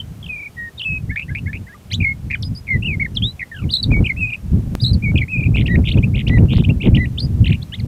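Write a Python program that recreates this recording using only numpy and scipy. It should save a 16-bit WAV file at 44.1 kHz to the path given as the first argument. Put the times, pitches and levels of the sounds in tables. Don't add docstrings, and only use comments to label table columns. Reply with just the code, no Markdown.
import sys
import numpy as np
from scipy import signal
from scipy.fft import rfft, irfft, next_fast_len
from scipy.io import wavfile
from scipy.ndimage import uniform_filter1d, minimum_filter1d

SR = 44100
rng = np.random.default_rng(int(sys.argv[2]) if len(sys.argv) > 2 else 0)


def to_linear_factor(level_db):
    exponent = np.asarray(level_db, float) / 20
    return 10 ** exponent


def materialize(psi):
    bounded = np.clip(np.atleast_2d(psi).T, -1, 1)
    quanta = np.round(bounded * 32767).astype(np.int16)
    wavfile.write(sys.argv[1], SR, quanta)


N = 347067

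# (throb_lead_warbles, first_throb_db, last_throb_db), then
# after_start_s, centre_hz, swing_hz, level_db, warbles_done.
PAIR = dict(strokes=[[(0, 1900, -37), (.014, 2150, -29), (.023, 2200, -37)], [(.016, 1620, -39),
        (.03, 1740, -33), (.043, 1740, -35), (.052, 1800, -43)]])
BUZZ = dict(strokes=[[(-.001, 1600, -29), (.003, 2250, -24)], [(-.001, 2800, -42), (.002, 4400, -44)]],
        trill=((.1, 3, 6), [(.002, 2230, 130, -23, .1), (.018, 2300, 120, -24, 2.4),
        (.021, 2320, 120, -35, 2.9), (.026, 2320, 150, -27, 3.6), (.042, 2380, 190, -32, 6),
        (.052, 2650, 60, -33, 7.5), (.062, 2600, 40, -42, 9)]))
ARCH = dict(strokes=[[(0, 3600, -25), (.012, 4750, -28), (.026, 4850, -27), (.036, 3900, -18)]])
SHIVER = dict(trill=((-.09, 3, 4), [(0, 3950, 230, -13.5, -.27), (.075, 4010, 75, -30, 4.9)]))
ROLL = dict(strokes=[[(0, 2250, -36), (.012, 2620, -24), (.02, 2850, -22), (.024, 4100, -37)],
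        [(.066, 2300, -31), (.071, 1850, -35)], [(.079, 2000, -32), (.086, 2200, -36)]], trill=((.6, 3, 6),
        [(.027, 2760, 600, -23, .45), (.052, 2900, 750, -25, 2.25), (.067, 3200, 950, -27, 3.25),
        (.081, 3300, 900, -28, 4.2)]))
SCOOP = dict(strokes=[[(-.002, 2350, -35), (.008, 2900, -23), (.012, 3400, -29), (.019, 6000, -48)],
         [(.013, 1900, -35), (.021, 3500, -33), (.026, 2700, -24), (.031, 1940, -30), (.047, 1940, -28),
         (.068, 2040, -22.5), (.109, 1910, -26), (.118, 2850, -31)]])
CHIPS = dict(strokes=[[(-.002, 2350, -34), (.009, 2650, -27), (.013, 3100, -26)], [(-.004, 3800, -40),
         (0, 3200, -36)], [(.051, 2150, -33), (.066, 2720, -20), (.073, 2650, -30)], [(.05, 3600, -44),
         (.053, 2900, -40)]])
CADENCE = dict(strokes=[[(0, 2280, -33), (.015, 2490, -25), (.036, 2230, -20), (.089, 2255, -28)],
           [(.131, 2900, -33), (.139, 2420, -27), (.15, 2640, -20), (.156, 3300, -27), (.162, 2600, -21),
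           (.171, 2250, -24)], [(.183, 2420, -27), (.197, 2130, -17), (.204, 2000, -27), (.208, 2350, -25),
           (.215, 2050, -27)]])
LADDER = dict(strokes=[[(0, 1850, -41), (.007, 2500, -33), (.042, 2680, -27), (.05, 2550, -23),
          (.068, 2530, -18), (.1, 2420, -24), (.106, 2600, -25)], [(.108, 2600, -24), (.125, 2480, -27),
          (.13, 2400, -26), (.139, 2520, -26), (.141, 2750, -25), (.146, 2500, -27), (.153, 2450, -33)],
          [(.157, 2350, -29), (.17, 2420, -24), (.175, 2720, -26), (.179, 2450, -29)]])


def bird(edge_share=.15, shortest_s=.003, longest_s=.007, waver=.0045, flutter_db=1.1):
    early_pipe = {2: [(3300, -31), (4000, -39), (4700, -43), (5400, -48), (6800, -46), (7800, -32),
                  (9800, -22)], 3: [(5000, -50), (7000, -50), (8000, -40), (10000, -48), (14000, -54)]}
    late_pipe = {2: [(3900, -26), (4500, -46), (5200, -42), (6200, -44), (7800, -33), (9600, -24)],
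                 3: [(5500, -46), (6800, -44), (7800, -37), (9500, -46), (12000, -38), (14000, -45)]}
    turn_s = 3.66
    echo_db, echo_t60_s, echo_rise_s = -15, 0.092, 0.0019
    song = np.zeros(N)
    unsteady = np.pad([walk(260), walk(220)], ((0, 0), (0, SR)))
    for rows in song_notes():
        edge_s = np.clip(edge_share * (rows[-1][0] - rows[0][0]), shortest_s, longest_s)
        start, (hz, db) = played(rows, edge_s)
        drift, flutter = unsteady[:, max(int(start * SR), 0):][:, :len(hz)]
        strain = np.clip(np.abs(np.gradient(hz)) * SR / 40000, 0, 1)
        hz = hz * (1 + waver * drift * (1 + 7 * strain))
        db = db + flutter_db * flutter * (1 + 2.5 * strain)
        pipe = early_pipe if start < turn_s else late_pipe
        add(song, start, whistle(hz, db, edge_s, pipe, 3.5 * strain))
    t = np.arange(SR // 4) / SR
    tail = rng.standard_normal(len(t)) * to_linear_factor(-60 * t / echo_t60_s) * np.clip(t / echo_rise_s, 0, 1)
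    tail = tail / np.sqrt(np.sum(tail ** 2))
    return song + to_linear_factor(echo_db) * signal.fftconvolve(song, tail)[:N]


def song_notes():
    # (throb_lead_warbles, first_throb_db, last_throb_db), then start_s,
    # centre_hz, swing_hz, level_db, warbles_done
    trills_and_steps = [
        ((.55, 1, 5), [(.29, 2560, 10, -29, -1.6), (.31, 2500, 20, -26, -1), (.352, 2400, 60, -30, .25), (.483, 2330, 110, -33, 4.25)]),
        ((-.1, 7, 5), [(2.301, 2100, 320, -37, .1), (2.315, 2170, 340, -25, 2.25), (2.334, 2200, 380, -23, 5.05)]),
        ((.4, 9, 1), [(2.669, 2516, 210, -41, -.5), (2.688, 2250, 80, -26, 1.7), (2.72, 2090, 16, -16, 3.5)]),
        ((-.2, 3, 2), [(5.85, 2950, 400, -30.5, -.16), (5.89, 2930, 830, -20.5, 4.27), (5.9035, 3200, 1200, -24, 5.25), (5.91, 3200, 1150, -26, 5.75)]),
        ((-.2, 4, 1), [(6.493, 2950, 350, -31, -.15), (6.531, 2950, 800, -24, 4.25), (6.5405, 3080, 1000, -25, 5.25), (6.555, 3350, 1430, -27, 6.25), (6.573, 3500, 1650, -27, 7.25), (6.593, 3050, 950, -27, 8.25), (6.6, 3000, 600, -36, 8.75), (6.612, 3000, 600, -27, 9.5)]),
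                        ((.1, 4, 4), [(1.912, 1800, 120, -36, -.4), (1.922, 2150, 200, -34, .75), (1.949, 3750, 200, -19, 4.25), (1.96, 3950, 100, -30, 5.6)]),
        ((.1, 2, 3), [(1.911, 3400, 240, -32, -.4), (1.918, 3850, 200, -27, .3), (1.922, 4200, 400, -29, .75), (1.949, 7500, 400, -38, 4.25), (1.96, 7900, 200, -46, 5.6)]),
        ((.58, 7, 0.5), [(2.0, 2600, 200, -27, .3), (2.019, 2480, 200, -23, 1.25), (2.041, 2250, 90, -19, 2.25), (2.063, 2170, 30, -18, 3.25), (2.12, 2165, 5, -23, 5.8), (2.133, 2150, 5, -32, 6.4)]),
        ((.75, 9, 2), [(3.394, 2400, 240, -34, -.7), (3.415, 2150, 200, -25, 1.2), (3.438, 2000, 80, -24, 3.2)]),
        ((.5, 3, 3), [(3.516, 1900, 40, -31, .4), (3.64, 1190, 110, -52, 5.3)]),
        ((-.48, 12, -6), [(3.55, 3360, 238, -44.5, .87), (3.645, 2310, 234, -42, 4.66)]),
    ]
    # start_s, pitch_hz, level_db
    first_bends = [
        [(.568, 1915, -38), (.59, 1897, -26), (.692, 1850, -34)],
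        [(.791, 4000, -38), (.7935, 4650, -34), (.798, 3200, -24), (.809, 2600, -30), (.814, 2800, -31),
         (.817, 2600, -32), (.8205, 3400, -28)],
        [(.822, 2777, -31.3), (.841, 3200, -25), (.848, 2630, -30), (.862, 2614, -20.5), (.982, 2528, -25.5)],
        [(2.434, 3200, -23.5), (2.442, 4850, -40), (2.46, 5050, -36.5), (2.484, 4950, -44)],
        [(2.55, 5070, -39), (2.56, 4600, -36.5), (2.578, 5050, -38), (2.6, 4950, -46)],
    ]
    # start_s, pitch_hz, level_db
    later_bends = [
        [(2.72, 2095, -18), (2.736, 2060, -18), (2.765, 1930, -23), (2.775, 1950, -34)],
        [(2.847, 2670, -21), (2.867, 2990, -23.2), (2.878, 2666, -20.5), (2.955, 2080, -28.5)],
        [(2.998, 2050, -26), (3.01, 2300, -20), (3.024, 2200, -16), (3.036, 2000, -25)],
        [(3.047, 2150, -27), (3.055, 2150, -20), (3.066, 1800, -26)],
        [(7.175, 2600, -38), (7.184, 3300, -19), (7.193, 3900, -23), (7.199, 5700, -37), (7.205, 4150, -25),
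         (7.211, 4850, -35)],
        [(7.211, 4850, -35), (7.218, 4700, -34), (7.228, 4950, -33), (7.237, 4650, -32), (7.248, 5050, -34),
         (7.265, 4600, -41)],
        [(3.146, 6300, -50), (3.165, 4020, -27), (3.175, 3270, -20), (3.19, 2970, -36)],
        [(3.22, 2500, -34), (3.225, 3150, -22), (3.24, 3400, -18), (3.27, 3800, -22.5), (3.318, 4060, -39.5)],
    ]
    # start_s, pitch_hz, level_db
    chatter = [
        [(7.444, 3200, -28), (7.448, 2850, -24), (7.452, 2450, -30)],
        [(7.453, 2500, -36), (7.458, 3300, -29), (7.4605, 4250, -37), (7.464, 3500, -31), (7.468, 2900, -22),
         (7.472, 2400, -30)],
        [(7.471, 2950, -26), (7.476, 3050, -23), (7.479, 3700, -32), (7.484, 4400, -39)],
        [(7.458, 1800, -35), (7.463, 2400, -31)],
        [(7.477, 1750, -35), (7.485, 2250, -30)],
        [(7.494, 1900, -35), (7.503, 2900, -26), (7.507, 3500, -33), (7.512, 4300, -44)],
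        [(7.494, 3100, -37), (7.498, 3600, -39)],
        [(7.505, 1700, -36), (7.511, 2100, -34)],
        [(7.517, 3000, -30), (7.522, 2250, -28), (7.529, 3000, -24), (7.534, 4100, -41)],
        [(7.531, 1750, -33), (7.537, 2600, -29), (7.54, 3100, -39)],
        [(7.543, 3100, -33), (7.547, 2200, -31), (7.554, 2850, -33), (7.558, 2500, -34)],
    ]
    # start_s, pitch_hz, level_db
    tags = [
        [(.228, 3480, -41), (.234, 3300, -39)],
        [(2.334, 2000, -28), (2.338, 2450, -20), (2.345, 2450, -19), (2.352, 1750, -31), (2.359, 1450, -41)],
        [(2.351, 3600, -38), (2.357, 3000, -38), (2.365, 3000, -43)],
        [(5.841, 2200, -42), (5.849, 2700, -32)],
        [(6.485, 2750, -39), (6.493, 2800, -34)],
        [(5.909, 2050, -33), (5.918, 2900, -21), (5.924, 3600, -26), (5.927, 4600, -36), (5.931, 4300, -39)],
        [(5.932, 3400, -30), (5.938, 1900, -38), (5.944, 2700, -31), (5.949, 2500, -36)],
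        [(4.343, 2750, -27), (4.349, 2350, -27)],
        [(4.352, 2650, -31), (4.359, 2500, -33)],
        [(5.45, 2750, -31), (5.454, 2450, -31), (5.462, 2320, -26), (5.473, 2600, -31), (5.479, 2250, -34)],
    ]
    # start_s, length_s, from_hz, to_hz, loudest_db
    swelling = [(.259, .01, 3402, 2780, -30), (.278, .01, 3574, 2660, -36), (1.722, .023, 1750, 1990, -38),
                (.779, .009, 3700, 3700, -27), (2.425, .009, 5440, 3200, -23.5),
                (2.823, .014, 2580, 2980, -23), (3.692, .014, 2890, 3650, -27),
                (7.62, .012, 3130, 4170, -31), (7.722, .016, 2670, 3229, -25),
                (7.748, .011, 2200, 3500, -33), (7.728, .02, 1550, 2200, -33)]
    # start_s, length_s, from_hz, to_hz, loudest_db
    fading = [(0, .012, 3135, 3000, -24), (.775, .004, 3900, 3750, -40), (1.903, .008, 3200, 2300, -38),
              (1.745, .02, 1250, 1140, -43), (3.829, .016, 4670, 3610, -14), (4.932, .018, 4820, 3800, -27),
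              (.242, .009, 3280, 3000, -33), (3.152, .006, 2900, 2850, -37), (5.768, .009, 1950, 1400, -36),
              (7.738, .012, 3229, 4170, -27), (7.787, .019, 2830, 1840, -39),
              (7.797, .012, 4800, 3200, -38)]
    # start_s, syllable, level_db, pitch_ratio, length_ratio
    returns = [(1.094, PAIR, 2, 1.02, 1.05), (1.16, BUZZ, 1, 1.01, 1.35), (1.282, PAIR, -2, .96, .95),
               (1.35, BUZZ, -.5, 1.01, .8), (1.459, PAIR, .5, 1.01, 1.01), (1.531, BUZZ, -5, 1.01, .8),
               (1.668, PAIR, -9, .95, 1.01), (3.704, ARCH, -.5, .995, .85), (3.735, SHIVER, 3, .995, .98),
               (3.907, CADENCE, .5, 1.003, 1.004), (4.802, ARCH, -1, 1.02, 1.18),
               (4.845, SHIVER, -3, 1.002, .94), (5.024, CADENCE, -.5, .997, 1.005),
               (4.162, LADDER, .5, 1.003, 1.003), (5.279, LADDER, -1, .99, .93),
               (5.541, ROLL, 1, 1.005, 1.03), (5.657, SCOOP, .5, .97, .89), (5.975, CHIPS, -.5, .98, 1.03),
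               (6.138, ROLL, -2, .98, .97), (6.269, SCOOP, -.5, 1.002, 1.02), (6.641, CHIPS, .5, 1.02, .96),
               (6.802, ROLL, -1, 1.01, .98), (6.945, SCOOP, .5, .998, .98)]
    swell_db, fade_db = 9, 7
    out = first_bends + later_bends + chatter + tags
    out += [trill(*each) for each in trills_and_steps]
    for s, length_s, from_hz, to_hz, db in swelling:
        out.append([(s, from_hz, db - swell_db), (s + length_s, to_hz, db)])
    for s, length_s, from_hz, to_hz, db in fading:
        out.append([(s, from_hz, db), (s + length_s, to_hz, db - fade_db)])
    for s, syllable, db, pitch, length in returns:
        sung = [np.multiply(rows, (length, pitch, 1)) for rows in syllable.get("strokes", [])]
        if "trill" in syllable:
            throbbing, rows = syllable["trill"]
            sung.append(trill(throbbing, np.multiply(rows, (length, pitch, pitch, 1, length))))
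        out += [rows + (s, 0, db) for rows in sung]
    return out


def trill(throbbing, rows):
    throat_width_hz = 305
    throat_sag = .12
    lead, *ends_db = throbbing
    s, *columns = np.transpose(rows)
    t = np.arange(s[0], s[-1], 1 / SR)
    centre_hz, swing_hz, db, turns = (np.interp(t, s, c) for c in columns)
    off_hz = swing_hz * np.sin(2 * np.pi * turns)
    throb_db = np.clip(np.linspace(*ends_db, len(t)), 0, 12) * np.sin(2 * np.pi * (turns + lead))
    detuning = (off_hz + throat_sag * swing_hz) / throat_width_hz
    dip_db = 10 * np.log10(1 + detuning ** 2)
    return np.transpose([t, centre_hz + off_hz, db + throb_db - dip_db])


def played(rows, edge_s):
    s, *columns = np.transpose(rows)
    t = np.arange(s[0] - edge_s / 2, s[-1] + edge_s / 2, 1 / SR)
    return t[0], [uniform_filter1d(np.interp(t, s, c), size=60, mode="nearest") for c in columns]


def whistle(hz, db, edge_s, pipe, strain_db):
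    t = np.arange(len(hz)) / SR
    fade = np.sin(np.pi / 2 * np.clip(np.minimum(t, t[-1] - t) / edge_s, 0, 1)) ** 2
    phase = 2 * np.pi * np.cumsum(hz) / SR
    overtones = 0
    for k in pipe:
        overtones = overtones + to_linear_factor(np.interp(k * hz, *np.transpose(pipe[k]))) * np.sin(k * phase)
    return np.sqrt(2) * to_linear_factor(db) * fade * (np.sin(phase) + to_linear_factor(strain_db) * overtones)


def wind(buffet_db=4, edge_buffet_db=5.0, edge_db=-14, brighten=.25, swell_db=2.0):
    # frequency_hz, density_db
    rumble_shape = [(12, -36.5), (20, -18), (56, -1), (107, 2), (204, -7.5), (300, -23), (390, -38),
                    (660, -120)]
    # frequency_hz, density_db
    edge_shape = [(150, -17.5), (230, 1), (400, -11.5), (700, -26), (1200, -41.5), (2500, -52.5)]
    gust_edge_db = [-2, -1, 1, -3, 1, -3, 2, 1, -2, -2, 2, 2, -3, 3, -1, -1, 1, 3, 1, 1, 1, 1, -2, 2, -3, 1,
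                    -1, 1, 1, 2]
    gust_db = gusts(0)
    lurch = 1.49 * np.tanh(walk(35) / 1.28)
    rumble = level(coloured(rumble_shape) * to_linear_factor(buffet_db * lurch), 0.3)
    edge_swing_db = edge_buffet_db * lurch + 3.5 * walk(70) + swell_db * walk(9)
    edge = level(coloured(edge_shape) * to_linear_factor(edge_swing_db), edge_db)
    return to_linear_factor(gust_db) * rumble + edge * to_linear_factor(gusts(gust_edge_db) + brighten * (gust_db + 12.5))


def gusts(lift_db):
    # peak_s, peak_db, rise_20db_s, fall_20db_s
    gust_table = [(.32, -31.5, 3.2, .11), (1.1, -21.5, .31, .082), (1.45, -19.5, .25, .24),
                  (2.02, -17.5, .17, .18), (2.27, -18.5, .07, .14), (2.52, -21.5, .27, .18),
                  (2.77, -12.5, .105, .3), (3.03, -16, .12, .16), (3.21, -18, .17, .15),
                  (3.651, -15, .093, .15), (3.93, -3.5, .083, .125), (4.01, -6, .14, .073),
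                  (4.19, -17.5, .14, .16), (4.53, -13, .12, .37), (4.898, -11, .135, .23),
                  (5.165, -9.5, .21, .135), (5.39, -15.5, .1, .45), (5.601, -8.5, .25, .23),
                  (5.79, -10, .21, .22), (5.97, -4.5, .11, .12), (6.2, -13, .65, .09), (6.3, -6.5, .05, .4),
                  (6.76, -10, .7, .08), (6.879, -6, .08, .35), (7.511, -10, .39, .15),
                  (7.86, -22.5, .42, .3), (.62, -38, .2, .1), (.94, -29, .1, .25), (6.57, -7, .2, .2),
                  (7.3, -15, .15, .2)]
    lull_db = -48
    t = np.arange(N) / SR
    power = to_linear_factor(2 * lull_db)
    for (s, peak_db, rise_s, fall_s), lift in zip(gust_table, np.broadcast_to(lift_db, len(gust_table))):
        below_db = 20 * np.where(t < s, (s - t) / rise_s, (t - s) / fall_s)
        power = power + to_linear_factor(2 * (peak_db + lift - below_db))
    return 10 * np.log10(power)


def kinks(width_s=0.00028, boost_db=9):
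    # centre_s, peak_db
    blows = [(3.9178, -20.5), (3.9374, -29), (3.9684, -26.5), (3.9903, -33.5), (5.1193, -29.5),
             (5.5598, -23.5), (5.979, -25), (6.2972, -26), (6.335, -28), (6.3755, -24), (6.5358, -20),
             (6.583, -21), (6.6245, -27), (4.027, -28), (5.7915, -30), (6.459, -30), (6.872, -29)]
    out = np.zeros(N)
    t = np.arange(-200, 201) / SR
    for s, db in blows:
        add(out, s + t[0], to_linear_factor(db + boost_db) * np.exp(-np.abs(t) / width_s))
    return out


def drop_click():
    click_s, step, decay_s = 4.7522, -0.36, 0.002
    t = np.arange(N) / SR - click_s
    return -step * (t < 0) * np.exp(-(t / decay_s) ** 2)


def preamplifier_hiss():
    # frequency_hz, density_db
    hiss_shape = [(88, -28), (150, -6.5), (321, -12.5), (555, -16), (1900, -26), (2360, -25), (4000, -29.5),
                  (15100, -34.5), (16000, -54.5)]
    return level(coloured(hiss_shape), -48.5) * to_linear_factor(0.52 * walk(2.8))


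def coloured(shape):
    hz, db = np.transpose(shape)
    size = next_fast_len(N)
    axis = np.log(np.arange(size // 2 + 1) * SR / size + 1)
    gain = to_linear_factor(np.interp(axis, np.log(hz), db, left=-80, right=-80))
    return irfft(rfft(rng.standard_normal(size)) * gain, size)[:N]


def walk(rate):
    k = int(SR / rate)
    held = np.repeat(rng.standard_normal(N // k + 1), k)
    return 1.15 * uniform_filter1d(uniform_filter1d(held, k), k)[:N]


def level(x, db):
    return x * to_linear_factor(db) / np.sqrt(np.mean(x ** 2))


def add(out, s, x):
    i = max(int(s * SR), 0)
    out[i:i + len(x)] += x[:N - i]


def scene():
    fade = np.clip((N - np.arange(N)) / SR / 0.0074, 0, 1)
    mix = bird() + wind() + kinks() + drop_click() + preamplifier_hiss()
    return (mix * fade)[None]


def band_limit(x):
    return signal.sosfilt(signal.butter(12, 16490, fs=SR, output="sos"), x)


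def record(dry):
    duck = np.minimum(1, .96 / (np.abs(dry) + 1e-9))
    gain = uniform_filter1d(minimum_filter1d(duck, size=601), size=601)
    low_pass = signal.ellip(8, .1, 60, 16400, fs=SR, output="sos")
    mix = signal.sosfilt(low_pass, dry * gain)
    return band_limit(mix)


dry = scene()
out = record(dry)
materialize(out)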